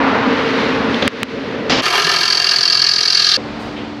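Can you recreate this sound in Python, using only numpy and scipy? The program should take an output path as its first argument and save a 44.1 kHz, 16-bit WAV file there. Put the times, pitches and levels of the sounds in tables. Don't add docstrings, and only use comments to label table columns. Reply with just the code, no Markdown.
import sys
import numpy as np
from scipy import signal
from scipy.fft import rfft, irfft
from scipy.io import wavfile
from scipy.ndimage import uniform_filter1d, minimum_filter1d, map_coordinates

SR = 44100
rng = np.random.default_rng(int(sys.argv[2]) if len(sys.argv) > 2 else 0)


def digitize_waveform(pressure):
    field = np.atleast_2d(pressure).T
    bounded = np.clip(field, -1, 1)
    quanta = np.round(bounded * 32767).astype(np.int16)
    wavfile.write(sys.argv[1], SR, quanta)


N = 176400
T = np.arange(N) / SR
HZ = np.fft.rfftfreq(N, 1 / SR)
SAW_START_S, SAW_END_S = 1.819, 3.370
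# f/Hz, relative level/dB
ARC_SPECTRUM = [(60, -13), (200, 6.5), (1300, -3), (3000, -1), (5500, -8), (7000, -16), (8500, -37),
                (11000, -35), (15500, -73)]


def amp(db):
    return 10 ** (np.asarray(db) / 20)


def unit_rms(x):
    return x / np.sqrt(np.mean(x ** 2) + 1e-20)


def curves(table):
    times, *columns = np.transpose(table)
    return [np.interp(T, times, column) for column in columns]


def at_frequency(table, hz):
    f, value = np.transpose(table)
    return np.interp(np.log(hz + 1), np.log(f + 1), value)


def filtered(x, response):
    return irfft(rfft(x) * response, N)


def coloured(x, spectrum):
    return unit_rms(filtered(x, amp(at_frequency(spectrum, HZ))))


def noise(spectrum):
    return coloured(rng.standard_normal(N), spectrum)


def wander(cutoff_hz):
    return unit_rms(filtered(rng.standard_normal(N), np.exp(-(HZ / cutoff_hz) ** 2) * (HZ > 0)))


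def resonance(x, hz, width_hz):
    return filtered(x, (1 + 1j * (HZ - hz) / width_hz) ** -2) * np.sqrt(SR / (np.pi * width_hz))


def machine_tones(partials, waver_hz, flutter_db):
    out = np.zeros(N)
    for hz, db in partials:
        peak = np.sqrt(2) * amp(db + flutter_db * wander(14))
        cycles = np.cumsum(hz + waver_hz * wander(10.45)) / SR + rng.random()
        out += peak * np.sin(2 * np.pi * cycles)
    return out


def fan():
    # f/Hz, relative level/dB
    rumble_spectrum = [(27, -52), (52, -18), (75, -9.5), (170, -5.5), (245, 5), (350, -4.5), (460, 1.5),
                       (650, -9.5), (2000, -66)]
    rush_spectrum = [(150, -34), (500, -1), (950, 6), (2000, 0), (3000, -7), (4200, -11.5), (6000, -24.5),
                     (8500, -46), (11000, -45.5), (15500, -71)]
    # t/s, rumble level/dB, rush level/dB, brightness of the rush
    airflow = [(0, -19, -15, -4.5), (.25, -19.5, -18, -1), (.6, -20, -21, 6.5), (.87, -18, -21, 1.5),
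               (1.05, -20.5, -28.5, 13), (1.4, -20, -29.5, 8.5), (1.65, -19, -28, 4.5), (1.82, -20, -18, 4)]
    # f/Hz, level/dB
    partials = [(269, -25), (455, -28)]
    rumble_db, rush_db, brightness = curves(airflow)
    rush = noise(rush_spectrum)
    low = filtered(rush, 1 / (1 + (HZ / 2000) ** 2))
    rush = low * amp(-brightness / 2) + (rush - low) * amp(1.165 * brightness)
    rumble = amp(rumble_db + wander(20)) * noise(rumble_spectrum)
    rush *= amp(rush_db + .5 * wander(30))
    nearness = amp(-5 * abs(T - .57))
    return rumble + rush + nearness * machine_tones(partials, waver_hz=4.22, flutter_db=3)


def knocks_and_pop():
    # t/s, level/dB, centre f/Hz, half-width/octaves, decay time/s
    transients = [(.944, -15.5, 3260, 0.49, 0.0025), (1.025, -16.5, 545, 0.11, 0.023),
                  (1.935, -19, 1090, 0.33, .04), (2.04, -29, 167.3, 0.064, 0.12),
                  (3.371, -22, 500, 0.12, 0.031), (3.595, -49.5, 5200, 1, 0.086),
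                  (3.764, -31, 2640, 0.45, 0.062)]
    out = np.zeros(N)
    for start, db, hz, octaves, decay in transients:
        band = 1 / (1 + (np.log2((HZ + 1) / hz) / octaves) ** 4)
        hiss = unit_rms(filtered(rng.standard_normal(N), band))
        rise = np.clip((T - start) / (.091 * decay), 0, 1)
        out += amp(db) * hiss * rise * np.exp(-abs(T - start) / decay)
    return out


def welding_arc():
    # t/s, duration/s, level/dB, decay rate/(dB/s), peak f/Hz, treble gain/dB
    bursts = [(1.0228, 0.0067, -9.5, 400, 3870, -11), (1.027, 0.044, -21, 70, 580, -15),
              (1.696, 0.019, -7.5, 117, 4950, -1), (1.718, 0.089, -8, 43, 5040, -5)]
    peak_db, peak_octaves, treble_hz = 7.5, .21, 4440
    treble = 1 / (1 + (treble_hz / (HZ + 1)) ** 20)
    out = np.zeros(N)
    for start, duration, db, fade, hz, treble_db in bursts:
        peak = np.exp(-(np.log2((HZ + 1) / hz) / peak_octaves) ** 2)
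        hiss = filtered(rng.standard_normal(N), amp(peak_db * peak + treble_db * treble))
        gate = np.clip((T - start) / .001, 0, 1) * np.clip((start + duration - T) / .004 + 1, 0, 1)
        out += amp(db - fade * abs(T - start)) * gate * coloured(hiss, ARC_SPECTRUM)
    return out


def spark_snaps():
    # t/s, level before clipping/dB, f/Hz, decay time/s
    sparks = [(1.0780, 18.5, 2900, 0.0002), (1.2318, 15, 2500, 0.00022)]
    crack_share, crack_decay_s = .061, .0026
    out = np.zeros(N)
    for start, db, hz, decay in sparks:
        age = np.maximum(T - start, 0)
        crack = crack_share * noise(ARC_SPECTRUM) * (age > 0) * np.exp(-age / crack_decay_s)
        kick = -np.sin(2 * np.pi * hz * age) * np.exp(-age / decay)
        out += amp(db) * (crack + kick)
    return out


def gain_control(x):
    threshold_db, slope, quick_share = -1, 1.35, .77
    attack_s, release_s = .01, (.048, 1.0)
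    over_db = np.maximum(20 * np.log10(abs(x) + 1e-9) - threshold_db, 1e-9)
    quick, slow = (np.exp(np.maximum.accumulate(np.log(over_db) + T / s) - T / s) for s in release_s)
    held_db = quick_share * quick + (1 - quick_share) * slow
    pole = np.exp(-1 / (attack_s * SR))
    reduction_db = slope * signal.lfilter([1 - pole], [1, -pole], held_db)
    out = x * amp(-reduction_db)
    return out / (1 + out ** 6) ** (1 / 6)


def wheel_contact(catch_hz):
    # t/s, rotation f/Hz
    speed = [(1.82, 42.45), (2.05, 42.5), (2.2, 42.85), (2.4, 42.5), (2.75, 42.62), (3.05, 42.35),
             (3.2, 42.0), (3.37, 42.35)]
    first_bite_s, rise_turns, hold_turns, fall_db_per_turn = 1.829, .19, .35, 32
    turns = np.cumsum(curves(speed)[0]) / SR
    turns -= np.interp(first_bite_s, T, turns)
    turns += .03 * wander(catch_hz)
    phase = turns % 1
    strength = amp(.8 * rng.standard_normal(256))[np.floor(turns).astype(int)]
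    rise = np.minimum(phase / rise_turns, 1)
    fall = amp(-fall_db_per_turn * np.maximum(phase - hold_turns, 0))
    return strength * rise * fall


def chop_saw():
    # t/s, then level/dB of rasp, grit, screech and contact between bites
    feed = [(1.82, -23, -31, -42, -6), (1.86, -18.5, -22.5, -24.5, 0), (1.9, -20, -23, -21.5, -24),
            (1.95, -16.5, -24.5, -27, 0), (2.05, -19.5, -20, -18.5, -18), (2.19, -20.5, -20.5, -16.5, -11),
            (2.3, -25.5, -20, -14, -19), (2.5, -25.5, -21.5, -13.5, -15.5), (2.8, -31.5, -23, -11.5, -20),
            (3.1, -30.5, -22.5, -13, -15.5), (3.25, -42, -21.5, -13, -7.5)]
    # f/Hz, width/Hz, level when rasped/dB, level when bitten/dB
    tube_modes = [(391.5, 47, -12, -18.5), (711, 49, -13, -20), (1022, 35, -10.5, -36),
                  (1240, 38, -7.5, -10), (1327, 37, -8.5, -18), (1662, 73, -9, -5), (1773, 31, -8.5, -16.5),
                  (2270, 65, -9, -13.5), (2786, 87, -9, -8), (3170, 70, -12, -9)]
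    # f/Hz, relative level/dB
    rasp_spectrum = [(100, -15), (1000, 2.5), (4300, -1.5), (7500, -21.5), (12500, -17.5), (14500, -64)]
    grit_spectrum = [(300, -38), (1600, -4), (3500, 0.5), (4600, 2.5), (6200, -1.5), (6900, -10.5),
                     (8500, -19), (10500, -17.5), (13300, -31), (14500, -58)]
    motor_spectrum = [(30, -44), (80, -14), (125, 8), (300, -3), (400, 3.5), (580, -3.5), (8000, -42)]
    grain_db, catch_db, catch_hz = 2, 2, 80
    rasp_db, grit_db, screech_db, gap_db = curves(feed)
    contact = unit_rms(np.hypot(wheel_contact(catch_hz), amp(gap_db)))
    rasp, grit, strike = rng.standard_normal((3, N)) * amp(grain_db * wander(2200))
    rasp = unit_rms(rasp * contact ** .4 * amp(catch_db * wander(catch_hz)))
    strike = unit_rms(strike * contact)
    ring = sum(resonance(amp(rasp_db + rasped) * rasp + amp(grit_db + bitten) * strike, hz, width)
               for hz, width, rasped, bitten in tube_modes)
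    rasp_hiss = amp(rasp_db - 3) * coloured(rasp * rng.choice([-1, 1], N), rasp_spectrum)
    grit_hiss = amp(grit_db - .5) * coloured(grit * contact ** .58, grit_spectrum)
    screech = amp(screech_db) * edge_screech() * unit_rms(contact ** 1.2)
    cutting = ring + rasp_hiss + grit_hiss + screech
    return cutting + amp(-13) * reverberation(cutting) + amp(-39.5) * noise(motor_spectrum)


def edge_screech():
    # f/Hz, level/dB, peak t/s, fade rate/(dB/s)
    edge_modes = [(3600, -9, 3.32, 80), (3910, -7, 3.17, 15), (4150, -4.5, 3.2, 10), (4155, 1, 2.06, 63),
                  (4457, -0.5, 2.75, 5.5), (4602, -0.5, 2.1, 2), (4764, -5, 3, 6), (5056, -5, 2.8, 7),
                  (5446, -12, 3.9, 3), (5740, -13.5, 2.9, 6), (6270, -17, 1.85, 24)]
    tear_start_s, tear_jitter_s = 2.8, .00003
    notes = sum(amp(db - fade * abs(T - peak_s)) * resonance(rng.standard_normal(N), hz, width_hz=63)
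                for hz, db, peak_s, fade in edge_modes)
    running_power = abs(filtered(notes ** 2, np.exp(-(HZ * .019) ** 2)))
    notes /= np.sqrt(running_power + 1e-6)
    jitter = np.interp(T, [tear_start_s, SAW_END_S], [0, tear_jitter_s]) * wander(350)
    return map_coordinates(notes, [(T + jitter) * SR], mode="nearest")


def reverberation(x):
    # f/Hz, T60/s
    decay_times = [(150, 0.83), (1000, 0.16), (14000, 0.15)]
    n = SR // 2
    reflections = rng.standard_normal(n) * (rng.random(n) < .1) * (T[:n] > .004)
    hz, t, bands = signal.stft(reflections, SR, nperseg=256)
    decay = amp(-60 * t / at_frequency(decay_times, hz)[:, None])
    tail = signal.istft(bands * decay, SR, nperseg=256)[1]
    return signal.fftconvolve(x, tail / np.linalg.norm(tail))[:N]


def humming_room():
    # f/Hz, level/dB
    partials = [(119.8, -41.5), (221.9, -35), (295, -32.5), (369.3, -44.5)]
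    # f/Hz, relative level/dB
    air_spectrum = [(20, -50), (48, -16.5), (280, -11.5), (780, -16.5), (4650, -31.5), (12000, -70.5)]
    # t/s, level/dB
    air_level = [(3.37, -27.5), (3.63, -27), (3.81, -28.5), (4, -31.5)]
    air = amp(curves(air_level)[0] + .26 * wander(25)) * noise(air_spectrum)
    return air + machine_tones(partials, waver_hz=.88, flutter_db=0)


def scene():
    fade_s = .0041
    before = lambda s: np.clip((s - T) / fade_s, 0, 1)
    after = lambda s: np.clip((T - s) / fade_s, 0, 1)
    welding = gain_control(fan() + welding_arc() + spark_snaps()) * before(SAW_START_S)
    sawing = chop_saw() * after(SAW_START_S) * before(SAW_END_S)
    hum = humming_room() * after(SAW_END_S)
    return np.array([welding + sawing + hum + knocks_and_pop()] * 2)


def record(dry):
    notch_db, notch_hz, notch_width_hz = -36, 9120, 187
    spread_above_hz, skew_rad, right_top_db, band_limit_hz = 9700, .82, 2, 16200
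    gain = np.minimum(1 / (abs(dry[0]) + 1e-9), 1)
    gain = uniform_filter1d(minimum_filter1d(gain, size=130), size=130)
    gain *= np.minimum(np.minimum(T, T[::-1]) / .003, 1)
    notch = amp(notch_db * np.exp(-((HZ - notch_hz) / notch_width_hz) ** 2))
    top = np.clip((HZ - spread_above_hz) / 2000, 0, 1)
    skew = skew_rad * top * np.sin(2 * np.pi * HZ / 1300)
    side = np.array([[-1], [1]])
    treble_spread = np.exp(1j * side * skew) * amp(side * top * right_top_db / 2)
    stereo = filtered(dry * gain, notch * treble_spread)
    low_pass = signal.firwin(511, band_limit_hz, window=("kaiser", 9), fs=SR)
    return signal.oaconvolve(stereo, low_pass[None], "same")


dry = scene()
out = record(dry)
digitize_waveform(out)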